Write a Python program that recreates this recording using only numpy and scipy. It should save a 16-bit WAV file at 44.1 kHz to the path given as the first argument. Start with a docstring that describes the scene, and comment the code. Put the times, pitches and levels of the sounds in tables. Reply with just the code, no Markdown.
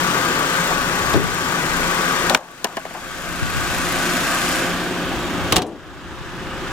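"""A four-cylinder engine idles in a yard: coloured noise, injector and valve ticks, fan tones, exhaust thumps.
Low rumble lies under it; hands knock and bump the hand-held camera, which turns from beside the bay to face it.
The bonnet prop drops into its holder and bounces: blows and rattle excite the rod's modes, with bright cracks.
The bonnet is lowered, muffling the engine, then latches with clacks and a boom.
At set times around the blows engine and rumble dip fast, then climb back steadily."""
import sys
import numpy as np
from scipy import signal
from scipy.fft import rfft, irfft, next_fast_len
from scipy.io import wavfile
from scipy.ndimage import uniform_filter1d, map_coordinates

SR = 44100
rng = np.random.default_rng(int(sys.argv[2]) if len(sys.argv) > 2 else 0)


def dump_mix(stems):
    """Bounce the given channels to the path in sys.argv[1] as a 16-bit WAV at rate SR."""
    frames = np.atleast_2d(stems).T  # one column per channel
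    limited = np.clip(frames, -1, 1)  # hard clip at full scale
    pcm = np.round(limited * 32767).astype(np.int16)
    wavfile.write(sys.argv[1], SR, pcm)


def voltage_ratio(decibels):
    """Convert decibels (scalar or array-like) to amplitude ratios, 20 dB per decade."""
    exponent = np.asarray(decibels, float) / 20
    return 10 ** exponent


N = 296345
T = np.arange(N) / SR
FRAME, TOP_HZ = 1024, 16500

# camera and bonnet: (time [s], pose [0 beside bay, 1 facing it, 2 bonnet down, 3 latched])
POSE = [(0, 0), (2.3, .1), (2.6, .5), (3.5, .7), (4.0, 1), (4.55, 1), (4.78, 1.7), (5.0, 1.95), (5.45, 2),
        (5.8, 2.8), (6.1, 3), (6.72, 3)]
# microphone ports: (frequency [Hz], likeness [0-1], left lead beside bay [rad], left lead facing [rad],
# left over right beside bay [dB], left over right facing [dB])
PORTS = [(100, .4, 0, 0, 2, 0), (170, .9, 0, -.2, 2, 1), (400, .97, .3, .15, 2, 1),
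         (1000, .88, 1.2, .3, 6.5, 2), (2000, .65, 1.6, .6, 6, 1), (2900, .5, 2.1, .9, 3.5, 0),
         (4000, .25, 2.6, .8, 4.5, 4), (5400, .3, 1.7, .5, 6.5, 5.5), (6700, .45, 2.6, 1, 7.5, 2),
         (8200, .5, 3, 1.8, 5, 1), (12000, .6, 3.8, 3, 2.5, 1), (14500, .5, 5.3, 4, 1.5, 0)]

# engine noise spectrum: (frequency [Hz], density in pose 0, 1, 2, 3 [dB, relative])
ENGINE_COLOUR = [(67, -20, -32, -28, -38), (123, -7, -4, -1.5, -1.5), (154, -1.5, -5, -6, -2),
                 (209, -7.5, -5, -3.5, -6), (364, -3.5, -1.5, 4, 1), (430, -6, -12, -7, -11.5),
                 (700, -9.5, -4.5, -6, -12), (880, -5, -8.5, -7, -8), (1690, -5.5, -3.5, -7, -8),
                 (2190, -10, -9, -12, -16), (2900, -13, -11, -12, -15), (3320, -12.5, -12, -11.5, -16),
                 (4320, -16.5, -14.5, -19.5, -23), (6370, -18.5, -16, -23, -26.5),
                 (8240, -18.5, -16.5, -25, -29.5), (9200, -23, -18.5, -27, -34),
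                 (11700, -24.5, -20.5, -32, -35), (12400, -25.5, -17.5, -23, -32),
                 (14600, -27, -25, -32, -38), (17200, -43, -43, -41, -46)]
# hollows of intake and bay: (frequency [Hz], width [Hz], boost with bonnet open [dB])
BAY_HOLLOWS = [(264, 19, 5.5), (1148, 30, 10), (1241, 38, 6.5), (1474, 31, 8.5), (1593, 22, 6),
               (1534, 51, 3), (6880, 120, 5)]
# gain on all engine parts: (pose 0, 1, 2, 3 [dB])
ENGINE_POSE_DB = [-22, -23, -29, -29]
# injector ticks: (strength of each cylinder [dB, relative])
INJECTOR_DB = [11, 4, 5, 7]
# injector tick filter: (frequency [Hz], gain [dB])
INJECTOR_COLOUR = [(3000, -40), (7000, -28), (10000, -5), (13000, -1.5), (15500, -24)]
# valve seat filter: (frequency [Hz], gain [dB])
VALVE_COLOUR = [(1200, -30), (2500, 17), (5000, -3.5), (8000, 4), (12000, -23), (16000, -34)]
# fan blade tones and a belt-drive whine: (frequency [Hz], level [dB, before the pose gains])
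FAN_TONES = [(175.7, -10), (352.5, -17), (527.3, -13.5), (703, -18.5), (1126, -19.5)]
# gain on the fan tones: (pose 0, 1, 2, 3 [dB])
FAN_POSE_DB = [-0.5, 1, 5.5, 1]

# air and hands at the ports: (time [s], level [dB, before a 13.5 dB lift])
RUMBLE_LEVEL = [(0, -53), (.5, -78), (1.1, -40.5), (1.7, -60), (2.4, -55), (3.6, -40), (4.1, -50),
                (4.8, -54), (5.45, -43), (6.0, -41), (6.72, -48)]
# rumble filter: (frequency [Hz], gain [dB])
RUMBLE_COLOUR = [(18, -25), (30, -23), (45, -4.5), (90, -5.0), (130, -12.5), (200, -67)]
# opposed share of the rumble: (pose 0, 1, 2, 3 [ratio])
RUMBLE_OPPOSED = [0.23, 0.97, 0.3, 0.63]

# hand knocks, and extra low, ringing or snapping bands within the rod and latch blows:
# (time [s], level [dB, relative], frequency [Hz], t60 [s])
KNOCK_BANDS = [(.704, -17, 620, .098), (2.302, -17.5, 694, 0.33), (2.348, 3, 2080, .014),
               (2.66, -34, 880, 0.45), (2.947, -30, 750, 0.28), (3.414, -12, 110, 0.2),
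               (3.56, -16, 93, 0.18), (5.466, -38, 248, .26), (5.6192, -25.5, 3900, 0.04),
               (5.665, -47.5, 7000, .12)]
# bands of a hand bump on the camera: (frequency [Hz], level [dB, relative], t60 [s])
BUMP_BANDS = [(130, -12, 0.46), (330, -15, 0.34), (626, -13, 0.1), (3970, -20, .03)]
# bonnet sheet after each latch contact: (frequency [Hz], level [dB re the contact's ring column], t60 [s])
BOOM_BANDS = [(94, -18, .25), (320, -18, .75), (620, -19, .45)]
# dips of engine and rumble: (time [s], further depth [dB])
DIPS = [(.72, 2.5), (1.14, 5), (2.3, 6), (2.348, 20), (2.65, 1.5), (2.77, 1.5), (5.57, 21)]

# prop rod strikes: (time [s], ring [dB, relative], crack [dB, relative])
ROD_STRIKES = [(2.297, -19, 0), (2.3471, -1, 1.5), (2.644, -3.5, -0.5)]
# prop rod decay: (ring t60 [s], crack t60 [s])
ROD_T60_S = [.04, .02]
# prop rod modes: (frequency [Hz], width [Hz], gain [dB])
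ROD_MODES = [(225, 49, -2.5), (415, 130, -7.5), (656, 52, 2.5), (828, 95, -1.5), (1065, 74, -2.5),
             (1720, 170, -7.5), (2200, 310, -13), (2920, 230, -12.5), (4500, 170, -26), (5970, 390, -35)]
# bonnet latch contacts: (time [s], ring [dB, relative], crack [dB, relative])
LATCH_CONTACTS = [(5.523, -5, -0.5), (5.5597, -11.5, -6.5), (5.565, -9.5, 0), (5.581, -15, -14),
                  (5.596, -27, -39), (5.6191, -19, -17.5)]
# latch decay: (ring t60 [s], crack t60 [s])
LATCH_T60_S = [0.082, 0.039]
# bonnet modes: (frequency [Hz], width [Hz], gain [dB])
BONNET_MODES = [(167, 46, -1), (263, 54, -15), (380, 37, 0.5), (563, 32, -12), (727, 16, 7.5),
                (1180, 110, -2.5), (2900, 290, -7), (3960, 330, -8.5), (6000, 190, -17), (8600, 340, -34)]

CYCLE_S, FIRST_TICK_S, HUNT_S = .14132, .111, .002  # engine cycle, a tick of the loudest injector, idle wander
FACING_TICK_DB = 4.5  # ticks stand out more facing the bay
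BUMP_S = 1.1375
DIP_FALL_S, BONNET_DIP_FALL_S = .035, .055
RETURN_DB_PER_S, RETURN_KNEE_DB = 22.5, 6  # climb back, rounding near full level
FLIGHT_S, FLIGHT_RATIO = .125, .665  # first bounce, next flight over the last
BOUNCE_RING_LOSS_DB, BOUNCE_CRACK_LOSS_DB = 5.5, 13.5
REBOUND_S, REBOUND_RING_DB, REBOUND_CRACK_DB = .008, -6.5, -27  # second touch in the holder, dull
CHATTER_S, CHATTER_DB = .026, -21  # free end taps after a hard contact


def unit(x):
    """Bring to rms 1."""
    return x / np.sqrt(np.mean(x ** 2) + 1e-20)


def along(points, hz, axis=1):
    """One column of a table, interpolated on a log frequency axis."""
    table = np.array(points)
    return np.interp(np.log(hz + 1), np.log(table[:, 0] + 1), table[:, axis])


def curve(rows, t=T):
    """Straight lines through (time [s], value) rows."""
    return np.interp(t, *np.transpose(rows))


def by_pose(values):
    """Interpolate four pose values over time."""
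    return np.interp(curve(POSE), range(4), values)


def wobble(rate):
    """Smooth random curve, rate knots a second."""
    knots = rng.standard_normal(int(N * rate / SR) + 4)
    return map_coordinates(knots, [T * rate])


def filtered(x, response):
    """Apply a complex response of frequency."""
    m = next_fast_len(N + SR // 2)
    return irfft(rfft(x, m) * response(np.fft.rfftfreq(m, 1 / SR)), m)[..., :N]


def ports(near, diffuse, turned=None):
    """Two ports: a shared part whose lead and balance change with the turn, plus an unlike part."""
    hz, t, (shared, unlike) = signal.stft([near, diffuse], SR, nperseg=FRAME)
    turned = np.clip(curve(POSE, t), 0, 1.25) if turned is None else turned + 0 * t

    def blend(aside, facing):
        return aside[:, None] + (facing - aside)[:, None] * turned

    lead_rad = blend(along(PORTS, hz, axis=2), along(PORTS, hz, axis=3))
    tilt_db = blend(along(PORTS, hz, axis=4), along(PORTS, hz, axis=5))
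    angle = np.arccos(np.clip(along(PORTS, hz), 0, 1))[:, None] / 2  # cos(2 angle) = likeness
    half = voltage_ratio(tilt_db / 2) * np.exp(.5j * lead_rad)
    left = (np.cos(angle) * shared + np.sin(angle) * unlike) * half
    right = (np.cos(angle) * shared - np.sin(angle) * unlike) / half
    return signal.istft(np.array([left, right]), SR, nperseg=FRAME)[1][:, :N]


def cycles():
    """Engine cycles (four firings each) completed at a slightly wandering idle."""
    return (T - FIRST_TICK_S + HUNT_S * wobble(1.5)) / CYCLE_S


def roar(firing, patchy_db=1.0, throb_db=1.0):
    """Valve gear, belts and fan air: patchy noise in the bay's hollows, treble beating with the firings."""
    hz, t, z = signal.stft(rng.standard_normal((2, N)), SR, nperseg=2 * FRAME)
    pose = np.clip(curve(POSE, t), 0, 3)
    colour_db = sum(along(ENGINE_COLOUR, hz, axis=k + 1)[:, None] * np.clip(1 - abs(pose - k), 0, 1)
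                    for k in range(4))
    hollows_db = sum(db / (1 + (2 * (hz - c) / w) ** 2) for c, w, db in BAY_HOLLOWS)
    bonnet_open = 1 - 0.37 * np.clip(pose - 1, 0, 2)
    gain = voltage_ratio(colour_db + hollows_db[:, None] * bonnet_open)
    middle = (hz > 900) & (hz < 2200)
    gain = gain / np.sqrt(np.sum(gain[middle] ** 2, axis=0) / len(hz))  # this band to about rms 1
    field = uniform_filter1d(rng.standard_normal(gain.shape), size=8, axis=0)
    field = uniform_filter1d(field, size=4, axis=1)
    patches = voltage_ratio(patchy_db * unit(field))
    noise = signal.istft(z * gain * patches, SR, nperseg=2 * FRAME)[1][:, :N]
    treble = filtered(noise, lambda f: 1 / (1 + (3000 / (f + 1)) ** 4))
    beat = voltage_ratio(throb_db * np.cos(2 * np.pi * firing) + 0.4 * wobble(7.5)) - 1
    return noise + beat * treble


def ticks(turns, count, size_db, scatter_db, t60, colour, hidden_db):
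    """Short coloured noise bursts, count per engine cycle, weakened by the bonnet."""
    strokes = np.flatnonzero(np.diff(np.floor(count * turns)) > 0)
    which = np.round(count * turns[strokes]).astype(int) % len(size_db)
    level_db = np.array(size_db)[which] + scatter_db * rng.standard_normal(len(strokes))
    pose = curve(POSE, strokes / SR)
    pose_db = FACING_TICK_DB * np.clip(pose, 0, 1) - hidden_db * np.clip(pose - 1, 0, 2)
    kicks = np.zeros(N)
    kicks[strokes] = voltage_ratio(level_db + pose_db)
    envelope = signal.fftconvolve(kicks, voltage_ratio(-60 * T[:SR // 20] / t60))[:N]
    return filtered(envelope * rng.standard_normal((2, N)), lambda f: voltage_ratio(along(colour, f)))


def injectors(turns):
    """One injector tick per firing, one cylinder louder."""
    return ticks(turns, count=4, size_db=INJECTOR_DB, scatter_db=2.5, t60=0.006,
                 colour=INJECTOR_COLOUR, hidden_db=13)


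def valves(turns):
    """Sixteen valves seat at uneven times in each cycle."""
    return ticks(turns + .012 * wobble(60), count=16, size_db=[-5], scatter_db=1.5, t60=0.012,
                 colour=VALVE_COLOUR, hidden_db=5.5)


def fan_tones():
    """Fan blade and belt tones, wavering together in pitch and singly in level."""
    drift = 1 + 0.001982 * wobble(3) + .0025 * wobble(25)
    seconds = np.cumsum(drift) / SR
    fan = sum(voltage_ratio(db + 2.17 * wobble(7.6)) * np.sin(2 * np.pi * hz * seconds) for hz, db in FAN_TONES)
    return voltage_ratio(by_pose(FAN_POSE_DB)) * fan


def exhaust(firing):
    """Thumps at the firing rate and its octave, out of phase between the ports."""
    lift_db = 3.24 * np.clip(curve(POSE) - 1, 0, 2)  # low tones pass the bonnet better than the midrange
    level = voltage_ratio(-15.5 + lift_db + 3.5 * wobble(5.0))
    thump = np.sin(2 * np.pi * firing - np.array([[0], [1.6]]))
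    octave = voltage_ratio(-1.5) * np.sin(2 * 2 * np.pi * firing - np.array([[0], [1.9]]))
    return level * (thump + octave) * voltage_ratio([[1.2], [-1.2]])


def engine():
    """All engine parts share one gain, set by the pose; ticks, roar and thumps follow one cycle count."""
    turns = cycles()
    near, diffuse = roar(4 * turns) + injectors(turns) + valves(turns)
    parts = ports(near + fan_tones(), diffuse) + exhaust(4 * turns)
    return voltage_ratio(by_pose(ENGINE_POSE_DB)) * parts


def rumble():
    """Low buffeting, partly opposed at the two ports by a share that follows the pose."""
    noise = filtered(rng.standard_normal((2, N)), lambda f: voltage_ratio(along(RUMBLE_COLOUR, f)))
    push, common = unit(noise[0]), .45 * unit(noise[1])
    lumps = voltage_ratio(curve(RUMBLE_LEVEL) + 13.5 + 1.24 * wobble(6.3))
    return lumps * np.array([push + common, -by_pose(RUMBLE_OPPOSED) * push + common])


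def thuds(width=0.4):
    """Hand knocks and bump, extra bands of the rod and latch blows, bonnet boom: dying noise in broad bands."""
    out, t = np.zeros((2, N + SR)), T[:SR // 2]
    bump = [(BUMP_S, db, hz, t60) for hz, db, t60 in BUMP_BANDS]
    boom = [(s, ring_db + db, hz, t60) for s, ring_db, _ in LATCH_CONTACTS for hz, db, t60 in BOOM_BANDS]
    for s, db, hz, t60 in KNOCK_BANDS + bump + boom:
        band = signal.butter(2, [hz / (1 + width), hz * (1 + width)], "band", fs=SR, output="sos")
        body = unit(signal.sosfilt(band, rng.standard_normal(len(t))))
        burst = voltage_ratio(db - 60 * t / t60) * (1 - np.exp(-t * hz)) * body
        opposed = hz < 200 and s < 5  # through the camera body
        start = round(s * SR)
        out[:, start:start + len(t)] += burst * np.array([[1.3], [-.7 if opposed else .8]])
    return out[:, :N]


def dips():
    """Gain pushed further down at each listed time; it climbs at a steady dB rate and rounds off."""
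    down_db = np.zeros(N)
    for s, depth_db in DIPS:
        after = np.clip(T - s, 0, None)
        start = np.expm1((down_db[round(s * SR)] + depth_db) / RETURN_KNEE_DB)
        left = start * np.exp(-after * RETURN_DB_PER_S / RETURN_KNEE_DB)
        fall_s = BONNET_DIP_FALL_S if s > LATCH_CONTACTS[0][0] else DIP_FALL_S
        fall = 1 - np.exp(-(after / fall_s) ** 2)
        down_db = down_db + fall * (RETURN_KNEE_DB * np.log1p(left) - down_db)
    return voltage_ratio(-down_db)


def resonances(modes):
    """Causal response of a sum of modes, alternating in sign."""
    def response(f):
        return sum((-1) ** k * voltage_ratio(db) * 1j * f * w / (c * c - f * f + 1j * f * w)
                   for k, (c, w, db) in enumerate(modes))
    return response


def clatter(contacts, t60s, modes, bright_hz, blow_db, turned):
    """Each contact: a sharp blow and short rattle into the part's modes, and a bright crack."""
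    rattle, crack, t = np.zeros((2, N + SR)), np.zeros((2, N + SR)), T[:SR // 2]
    ring_t60, crack_t60 = t60s
    for s, ring_db, crack_db in contacts:
        span = slice(round(s * SR), round(s * SR) + len(t))
        rattle[:, span] += voltage_ratio(ring_db + 10 - 60 * t / ring_t60) * rng.standard_normal((2, len(t)))
        rattle[0, span.start] += voltage_ratio(ring_db + blow_db)  # the blow, in the near part only
        crack[:, span] += voltage_ratio(crack_db - 60 * t / crack_t60) * rng.standard_normal((2, len(t)))

    def bright(f):
        return (1j * f / 1300) / (1 + 1j * f / 1300) / (1 + 1j * f / bright_hz) ** 2

    near, diffuse = filtered(rattle[:, :N], resonances(modes)) + filtered(crack[:, :N], bright)
    return ports(near, 1.05 * diffuse, turned)


def rod_contacts():
    """Strikes, ever quicker and duller bounces, second touches, and taps after the hard contacts."""
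    s, ring_db, crack_db = ROD_STRIKES[-1]
    bounces = [(s + FLIGHT_S * (1 - FLIGHT_RATIO ** k) / (1 - FLIGHT_RATIO),
                ring_db - BOUNCE_RING_LOSS_DB * k,
                crack_db - BOUNCE_CRACK_LOSS_DB * k) for k in range(1, 5)]
    rebounds = [(s + REBOUND_S, ring_db + REBOUND_RING_DB, crack_db + REBOUND_CRACK_DB)
                for s, ring_db, crack_db in ROD_STRIKES[-1:] + bounces]
    hard = ROD_STRIKES[1:] + bounces[:1]
    taps = [(s + CHATTER_S, ring_db + CHATTER_DB, ring_db + CHATTER_DB) for s, ring_db, _ in hard]
    return ROD_STRIKES + bounces + rebounds + taps


def prop_rod():
    """The prop rod drops into its holder and its modes ring."""
    return clatter(rod_contacts(), ROD_T60_S, ROD_MODES, bright_hz=6400, blow_db=20.5, turned=0.5)


def bonnet_latch():
    """The latch contacts excite the bonnet's modes."""
    return clatter(LATCH_CONTACTS, LATCH_T60_S, BONNET_MODES, bright_hz=7450, blow_db=28, turned=1.76)


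def scene():
    """Dipping engine and rumble, with undipped blows and handling."""
    steady = dips() * (engine() + rumble())
    return steady + thuds() + prop_rod() + bonnet_latch()


def roll_off(x):
    """The treble ends steeply here."""
    return signal.sosfilt(signal.butter(12, 16550, fs=SR, output="sos"), x)


def record(dry):
    """Peaks clip softly; nothing passes above the band limit."""
    clipped = dry / (1 + abs(dry) ** 8) ** (1 / 8)
    limited = filtered(clipped, lambda f: f < TOP_HZ)
    return roll_off(limited)


dry = scene()
out = record(dry)
dump_mix(out)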